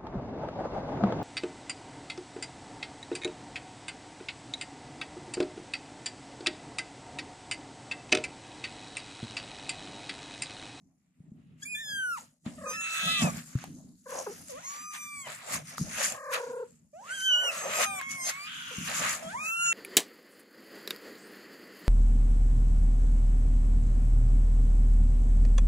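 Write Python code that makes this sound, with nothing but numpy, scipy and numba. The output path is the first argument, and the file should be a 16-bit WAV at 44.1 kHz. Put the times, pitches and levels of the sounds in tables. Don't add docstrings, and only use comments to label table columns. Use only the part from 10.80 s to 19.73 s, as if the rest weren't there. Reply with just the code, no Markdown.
import sys
import numpy as np
from scipy import signal
from scipy.io import wavfile
from scipy.ndimage import uniform_filter1d
from numba import njit

SR = 44100
rng = np.random.default_rng(int(sys.argv[2]) if len(sys.argv) > 2 else 0)


def rack_gain(trim_db):
    fader = np.asarray(trim_db, float)
    return 10 ** (fader / 20)


def bounce(signal):
    frames = np.transpose(np.atleast_2d(signal))
    limited = np.clip(frames, -1, 1)
    pcm = np.round(limited * 32767).astype(np.int16)
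    wavfile.write(sys.argv[1], SR, pcm)


N = 393813
T = np.arange(N) / SR


def unit(x):
    return x / np.sqrt(np.mean(x ** 2))


@njit
def svf(x, hz, width):
    y, band, low = np.empty(len(x)), 0., 0.
    for i in range(len(x)):
        g, damping = np.tan(np.pi * hz[i] / SR), width / hz[i]
        v = (band + g * (x[i] - low)) / (1 + g * (g + damping))
        band, low = 2 * v - band, low + 2 * g * v
        y[i] = damping * v
    return y


def steep(x, hz, width):
    hz = hz + np.zeros(len(x))
    once = svf(x, hz, 1.11 * width)
    return svf(once, hz, 1.11 * width)


def walk(rate, size):
    hold = max(int(SR / rate), 1)
    steps = np.repeat(rng.standard_normal(size // hold + 1), hold)
    slewed = uniform_filter1d(uniform_filter1d(steps, hold), hold)
    return 1.382 * slewed[:size]


def add(out, start, x):
    out[:, start:start + x.shape[1]] += x[:, :N - start]


def rubbing(modes, alike, flicker_db, grain_db):
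    out, pressure_db = 0, flicker_db * walk(22, N)
    for hz, width, db in modes:
        slip_db = grain_db * walk(400, N) + pressure_db + np.sqrt(2) * walk(18, N)
        slips = rng.standard_normal((2, N)) * rack_gain(slip_db)
        mid, side = (unit(steep(c, hz * (1 + 0.053 * walk(4, N)), width)) for c in slips)
        difference = np.sqrt(1 - alike) * side * np.array([[1.], [-1.]])
        out = out + rack_gain(db) * np.sqrt(width) * (mid + difference)
    return out / np.sqrt(np.mean(out.mean(axis=0) ** 2))


def rustle():
    # time in seconds, hollow, scrape and hiss levels in dB.
    rub = [(0.0, -83.5, -96, -86.5), (0.771, -83, -77, -88), (0.835, -75.5, -67, -54.5),
           (0.878, -77, -78.0, -68), (1.018, -69, -75, -58.5), (1.082, -68.5, -83, -95),
           (1.217, -82, -89, -89), (1.317, -76.0, -94, -70), (1.379, -64.5, -52.5, -51),
           (1.592, -88, -96, -85), (1.634, -92, -98, -76.5), (1.662, -46, -52.5, -63),
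           (1.752, -59, -69.5, -58.5), (1.936, -54.5, -54.5, -52.5), (1.991, -56, -60, -61),
           (2.079, -63, -44, -50.5), (2.183, -56, -40.5, -44.5), (2.379, -53, -57, -44.5),
           (2.426, -36.5, -38.5, -40.5), (2.538, -51.5, -54.0, -51), (2.598, -56, -51, -47.5),
           (2.65, -67, -65.5, -57), (2.841, -57, -53, -56.5), (3.013, -75, -86.5, -68),
           (3.222, -94.5, -91, -74.5), (3.304, -46.5, -54.0, -49), (3.488, -47.5, -57, -54.5),
           (3.66, -69.5, -64, -55), (3.716, -55, -56, -47), (3.803, -57, -56, -61.5),
           (3.947, -62.5, -52, -49), (4.099, -96, -67, -61), (4.151, -87, -45, -43.5),
           (4.198, -73, -61, -58.5), (4.426, -80, -69, -59), (4.474, -49, -46.0, -49.5),
           (4.661, -54, -51.5, -52), (4.749, -36.5, -38, -34.5), (4.836, -52.5, -61, -63),
           (4.889, -53, -47.5, -48), (4.965, -61, -55, -56), (4.985, -77, -58, -44.0),
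           (5.049, -55, -53, -48.5), (5.247, -37, -33, -34), (5.324, -49, -47.0, -48.5),
           (5.424, -60, -67.5, -62), (5.497, -62, -61, -58.5), (5.537, -43, -30.5, -33.5),
           (5.615, -42, -52.5, -54), (6.105, -98, -95, -80), (6.293, -64, -52, -59),
           (6.453, -60, -58.5, -46), (6.625, -55, -51.5, -67), (6.733, -42.5, -42, -41),
           (6.872, -36.5, -45.0, -54), (7.008, -36.5, -30, -32), (7.041, -39, -28.5, -29.5),
           (7.084, -57, -55, -67), (7.164, -57, -59, -70), (7.2, -62, -44, -71), (7.279, -73.0, -57, -62),
           (7.311, -79, -47, -41.5), (7.417, -57.0, -61, -53.5), (7.497, -38, -34, -33.5),
           (7.535, -60, -49, -69.5), (7.635, -63, -51.5, -52.5), (7.699, -89, -52.5, -53.5),
           (8.038, -63.0, -50, -49), (8.094, -53, -37.0, -40), (8.185, -47, -36, -34.5),
           (8.341, -48, -39, -40), (8.413, -52, -51.5, -50), (8.561, -44.5, -58, -53.5),
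           (8.66, -61, -53, -46), (8.752, -84, -57.5, -58), (8.872, -50, -44, -51.0),
           (8.911, -62.0, -56, -55), (8.93, -63.0, -37, -54)]
    # time in seconds, wall rumble level in dB.
    weight = [(0.0, -64), (0.343, -76), (0.399, -56.5), (0.539, -54), (1.189, -59), (1.62, -75),
              (1.644, -63), (1.684, -41.5), (2.151, -70), (2.275, -40.5), (2.379, -52), (2.442, -24),
              (2.674, -55.5), (2.778, -47), (2.814, -45.5), (3.217, -56.5), (4.633, -64), (4.769, -48),
              (4.973, -60), (4.997, -44), (5.037, -39), (5.448, -63), (5.571, -64), (6.721, -61),
              (6.876, -52), (7.822, -60), (7.942, -56.5), (7.966, -54), (8.002, -46), (8.93, -61)]
    # centre in Hz, width in Hz, level in dB.
    rumble_modes = [(69, 80, -8), (118, 46, -8), (169, 56.6, 2.5), (234.3, 51, 1)]
    # centre in Hz, width in Hz, level in dB.
    hollow_modes = [(464, 290, -14), (625, 224, 6), (850, 450, -5)]
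    # centre in Hz, width in Hz, level in dB.
    scrape_modes = [(1250, 480, 6.5), (1800, 830, 7), (2584, 900, 4.5), (3600, 1800, -3)]
    # centre in Hz, width in Hz, level in dB.
    hiss_modes = [(5050, 1900, -9), (6970, 1770, -1), (9540, 3140, -9), (12000, 3000, -15.5)]
    s, *columns = np.transpose(rub)
    rumble = rack_gain(np.interp(T, *np.transpose(weight)))
    hollow, scrape, hiss = (rack_gain(np.interp(T, s, c)) for c in columns)
    hiss_balance = rack_gain(np.array([[.8], [-.8]]))
    return (rumble * rubbing(rumble_modes, alike=0.92, flicker_db=3.5, grain_db=2.5)
            + hollow * rubbing(hollow_modes, alike=0.56, flicker_db=6.5, grain_db=1.5)
            + scrape * rubbing(scrape_modes, alike=.25, flicker_db=1.9, grain_db=2.0)
            + hiss * rubbing(hiss_modes, alike=.05, flicker_db=2.0, grain_db=2.5) * hiss_balance)


def thump(db, hz):
    # mode in Hz, level in dB, time to fall 60 dB in seconds.
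    wall = [(160, -18, 0.11), (238, -16.5, 0.089)]
    t = T[:int(.25 * SR)]
    ring = 0
    for mode_hz, mode_db, t60 in [(hz, 0, .07)] + wall:
        ring = ring + rack_gain(mode_db) * np.sin(2 * np.pi * mode_hz * t) * 1000 ** (-t / t60)
    ring = uniform_filter1d(np.r_[np.zeros(60), ring], int(.0015 * SR))
    return rack_gain(db) * ring / np.abs(ring).max() * rack_gain(np.array([[.9], [-.9]]))


def read(table, edge_s):
    s, *columns = np.transpose(table)
    t = T[int(s[0] * SR):int(s[-1] * SR)]
    end = s[-1] + (s[-1] > 8.9)
    edge = np.clip(np.minimum(t - t[0], end - t) / edge_s, 0, 1)
    return int(s[0] * SR), edge, [np.interp(t, s, c) for c in columns]


def ports(phase, pan_db, skew):
    side = np.tanh(pan_db * np.log(10) / 40) * np.sin(phase) + skew * np.cos(phase)
    return np.sin(phase) + np.array([side, -side])


def mew(table, pan_db):
    # frequency in Hz, level in dB.
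    mouth = [(3000, 0), (4500, -6.5), (6000, 8), (7500, 4.5), (9500, -4), (12000, -6.5), (14500, -13.5)]
    mouth_hz, mouth_gain_db = np.transpose(mouth)
    start, edge, (hz, first_db, second_db, upper_db) = read(table, edge_s=.008)
    hz = uniform_filter1d(hz, int(0.024 * SR)) * (1 + .002 * walk(120.1, len(hz)))
    phase, out = 2 * np.pi * np.cumsum(hz) / SR, 0
    for k in range(1, 13):
        mouth_db = np.interp(np.log(k * hz), np.log(mouth_hz), mouth_gain_db)
        low_db = np.clip((4200 - k * hz) / 900, 0, 1) * (second_db - 14.5 - upper_db)
        reflected_db = upper_db + low_db + mouth_db + 5.63 * walk(13.86, len(hz))
        db = [first_db, second_db, reflected_db][min(k, 3) - 1]
        skew = .9 * rng.choice([-1, 1]) + 0.43 * walk(4.06, len(hz))
        gain = rack_gain(db + .8 * walk(60, len(hz))) * (k * hz < 15000)
        partial = ports(k * phase + 2 * np.pi * rng.random(), pan_db, skew)
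        out = out + np.sqrt(2) * gain * partial
    return start, out * edge


def trill(table):
    start, edge, (hz, db, over_db, depth) = read(table, edge_s=0.0081)
    flutter = 2 * np.pi * np.cumsum(34.0 * (1 + 0.106 * walk(12.2, len(hz)))) / SR
    swing = 1 + 0.089 * np.sin(flutter + 1.41) + 0.01885 * walk(79.7, len(hz))
    phase = 2 * np.pi * np.cumsum(hz * swing) / SR
    throb = 1 - depth * (1 + np.cos(flutter)) / 2
    overtones = (ports(2 * phase, 1.5, 0.55) + 0.5 * ports(3 * phase, 1.5, 0.94)
                 + 0.07 * ports(4 * phase, 0, .8))
    tone = ports(phase, 1.5, 0.18) + rack_gain(over_db) * overtones
    return start, 2.1 * tone * throb * rack_gain(db + 2 * walk(37.8, len(hz))) * edge


def hoarse(table):
    start, edge, (hz, db, rough, low_hz, high_hz) = read(table, edge_s=0.016)
    phase = 2 * np.pi * np.cumsum(hz * (1 + .03 * rough * walk(150, len(hz)))) / SR
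    slaps = sum(ports(k * phase, 0, 2.0 * np.cos(2.9 * k)) for k in range(2, 30)) / 4
    breath = rng.standard_normal((2, len(hz))) * (1 + 0.54 * np.cos(phase))
    source = (1 - rough) * slaps + 1.2 * rough * breath
    voice = []
    for c in source:
        first = steep(c, low_hz, 390.0)
        second = steep(steep(c, high_hz, 1300.), high_hz, 1300.)
        between = steep(c, (low_hz + high_hz) / 2, 503.0)
        voice.append(first - 1.14 * second + .5 * between)
    return start, unit(np.array(voice)) * rack_gain(db) * edge


def tick(db, hz):
    t = T[:int(.012 * SR)]
    crack = np.sin(2 * np.pi * hz * t) + .5 * rng.standard_normal((2, len(t)))
    return 0.59 * crack * np.minimum(t / 0.00051, 1) * 1000 ** (-t / .012) * rack_gain(db)


def room(near):
    t = T[:int(.25 * SR)]
    tail = rng.standard_normal((2, len(t))) * 1000 ** (-t / .22) * (t > .004)
    return rack_gain(-40) * signal.fftconvolve(near, tail, axes=1)[:, :N]


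def masked(x, under_db, rest_db):
    hz, _, bins = signal.stft(x, SR, nperseg=1024)
    power = uniform_filter1d(uniform_filter1d(np.abs(bins) ** 2, size=4, axis=1), size=2, axis=2)
    neighbours = uniform_filter1d(power * (hz > 900)[:, None], size=100, axis=1)
    middle = ((hz > 1800) & (hz < 6000))[:, None]
    muted = (power < neighbours * rack_gain(2 * under_db)) & middle
    return signal.istft(np.where(muted, rack_gain(rest_db), 1) * bins, SR, nperseg=1024)[1][:, :N]


def scene():
    # start in seconds, peak in dB, main wall mode in Hz.
    thumps = [
        (0.402, -42, 163),
        (0.517, -37.5, 203),
        (1.662, -25, 220),
        (2.419, -22, 242),
        (2.752, -15.5, 129),
        (5.011, -20.5, 162),
        (7.981, -27, 195),
    ]
    # time in seconds, pitch in Hz, first, second and upper partial levels in dB.
    mews = [
        [(0.85, 2284, -46.5, -66, -56), (0.9, 2505, -47.5, -62, -59), (0.935, 2435, -38, -59, -56),
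         (0.965, 2404, -39, -77, -81)],
        [(1.855, 1263, -36.5, -53, -82), (1.9, 1216, -42.5, -50, -53), (1.95, 1307, -44, -48.5, -56.5),
         (2.0, 1329, -46.5, -41.5, -60.5), (2.22, 1303, -42.5, -41, -62), (2.3, 1308, -47.5, -42.5, -58.5),
         (2.43, 1145, -40, -48, -67), (2.45, 923, -52, -61, -66), (2.47, 785, -35.5, -37, -65)],
        [(3.69, 630, -49, -63, -66), (3.73, 470, -52, -63, -87), (3.78, 610, -50, -50, -80),
         (3.82, 880, -70, -65, -77), (3.85, 1052, -54, -50, -63.5), (3.9, 1140, -51.5, -65, -60.5),
         (4.05, 1224, -49, -58.5, -64), (4.35, 1170, -51.5, -45, -63.5), (4.42, 1106, -52.5, -52, -63),
         (4.46, 1022, -62, -52, -90), (4.48, 937, -39, -55, -66)],
        [(6.13, 566, -50, -75, -86.5), (6.2, 776, -50, -66, -84), (6.25, 1092, -50, -88, -78),
         (6.285, 1372, -49.5, -55, -92), (6.31, 1480, -35.5, -55, -63), (6.35, 1616, -43, -42, -61.5),
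         (6.4, 1515, -40.5, -47.5, -53), (6.46, 1559, -37.5, -29.5, -55), (6.55, 1452, -37, -23.5, -55.5),
         (6.62, 1499, -36.5, -35, -58.5), (6.68, 1428, -41, -34.5, -56), (6.7, 1301, -50, -33, -62),
         (6.73, 1226, -56, -67, -80)],
        [(7.215, 1077, -51, -41.5, -70), (7.35, 1104, -55, -43.5, -76), (7.42, 1045, -49.5, -44, -55.5),
         (7.48, 1066, -61.5, -48, -55), (7.55, 1098, -48.5, -47, -66.5), (7.66, 1218, -53.5, -47.5, -69),
         (7.69, 1300, -42, -58, -78)],
        [(8.42, 651, -48, -65, -76), (8.48, 644.5, -45, -50, -83), (8.52, 792, -60, -43, -89),
         (8.55, 946, -38, -53, -89), (8.6, 1217, -44.5, -43, -79), (8.7, 1340, -43, -35.5, -56.5),
         (8.85, 1400, -35, -35.5, -52.5), (8.929, 1342, -39, -28, -52)],
        [(0.945, 1716, -46, -45, -53.5), (1.02, 1818, -41, -54, -60.5), (1.05, 1722, -50.5, -50, -57.5),
         (1.17, 1591, -36, -45, -62), (1.3, 1437, -34, -65, -64.5), (1.335, 1362, -35.5, -53.5, -64),
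         (1.365, 1230, -44, -62.5, -75.5), (1.38, 902, -45.5, -58, -80), (1.395, 850, -42, -61, -73)],
        [(2.27, 1272, -34, -38, -67), (2.32, 1315, -44, -38.5, -59), (2.38, 1320, -57.5, -35, -80),
         (2.45, 1298, -47.5, -41.5, -65), (2.48, 1238, -48, -43, -63), (2.51, 1104, -43, -67, -59)],
        [(6.63, 768, -56, -56, -67), (6.68, 1184, -55, -57, -66), (6.72, 1386, -48, -60, -65),
         (6.78, 1317, -50, -61, -56), (6.9, 1225, -49, -57, -61), (6.97, 1260, -42, -41, -54),
         (7.05, 1250, -39.5, -42, -59.5), (7.19, 1152, -49, -42.5, -60), (7.215, 1023, -35, -44, -78)],
        [(0.82, 1620, -51, -46, -80), (0.835, 1644, -50, -51, -62), (0.85, 1860, -55, -59, -75)],
        [(1.93, 1736, -46, -65, -80), (1.95, 1827, -45.5, -61, -80), (1.98, 1690, -49, -73, -87),
         (2.02, 1790, -50, -63, -49)],
        [(6.55, 768, -53, -58, -67), (6.63, 1396, -62, -59, -80)],
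        [(7.05, 789, -48, -48, -76), (7.1, 787, -45.5, -56, -76), (7.2, 740, -51, -57, -86)],
    ]
    seats_db = [-6.5, -2, 0.5, -3, -1.5, -1, 0.5, 2, 2, 3, 7, -7, 1]
    # time in seconds, pitch in Hz, level in dB, overtones in dB,
    # throb depth from 0 to 1.
    trills = [
        [(1.775, 641, -51.5, -6, .8), (1.88, 548, -46, -5, 0.46), (1.935, 515, -54, -5, .4)],
        [(3.255, 550, -45, -5, 0.73), (3.38, 547, -46.5, -3.5, 0.85), (3.44, 548, -58, -5, .7)],
        [(3.462, 553, -37.5, -2, 0.2), (3.486, 392, -40, -14, 0.44), (3.535, 466, -47.5, -21, 0.3)],
        [(5.34, 598, -54.5, 3, 0.66), (5.5, 555, -44, -0.5, 0.16), (5.62, 521.4, -39.5, -8.5, 0.8),
         (5.83, 485.5, -40, -16.5, 0.54), (5.87, 475, -59.5, -18, .4)],
        [(6.5, 618.6, -54.5, -5, 0.57), (7.06, 628, -45.5, -3, 0.4)],
        [(7.905, 549, -49.5, -12, 0.4), (7.965, 412, -56, -12, .3)],
    ]
    # time in seconds, pulse rate in Hz, level in dB, roughness from 0 to 1,
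    # first and second throat resonances in Hz.
    cries = [
        [(2.0, 329.6, -50, 1, 1100, 3540), (2.07, 330.3, -47.5, .7, 1580, 3870),
         (2.24, 319.4, -34.5, 0.49, 1650, 3500), (2.31, 337, -30.5, .3, 2000, 3630),
         (2.4, 325.8, -32, .4, 2000, 3530), (2.44, 309, -36, 0.6, 1800, 3050)],
        [(7.66, 517, -42, 0.95, 1560, 3000), (7.8, 495, -41, .55, 1480, 3200),
         (8.0, 469, -43.5, 0.796, 1470, 2860), (8.1, 467, -44, 0.65, 1520, 2870)],
    ]
    # start in seconds, peak in dB, ring in Hz.
    ticks = [(2.755, -34, 1290), (2.787, -32, 1550), (2.84, -22.5, 767), (3.684, -29.5, 7550),
             (4.47, -32, 834), (4.981, -17, 1264), (5.322, -17.5, 7390), (7.213, -18, 1640),
             (7.497, -19, 1950), (7.579, -40, 2240), (8.294, -15.5, 6760)]
    near = np.zeros((2, N))
    for call, pan_db in zip(mews, seats_db):
        add(near, *mew(call, pan_db))
    for voice, calls in [(trill, trills), (hoarse, cries)]:
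        for call in calls:
            add(near, *voice(call))
    for s, *row in ticks:
        add(near, int(s * SR), tick(*row))
    near = near + room(near)
    for s, *row in thumps:
        add(near, int(s * SR), thump(*row))
    return near + rustle() + rack_gain(-101) * rng.standard_normal((2, N))


def roll_off(x):
    return signal.sosfilt(signal.butter(12, 15350, fs=SR, output="sos"), x)


def record(dry):
    dry = signal.sosfilt(signal.butter(2, 65, "high", fs=SR, output="sos"), dry)
    dry = signal.sosfilt(signal.ellip(10, .3, 60, 14400, fs=SR, output="sos"), dry)
    mix = masked(dry, under_db=-15, rest_db=-25)
    return roll_off(mix)


dry = scene()
out = record(dry)
bounce(out)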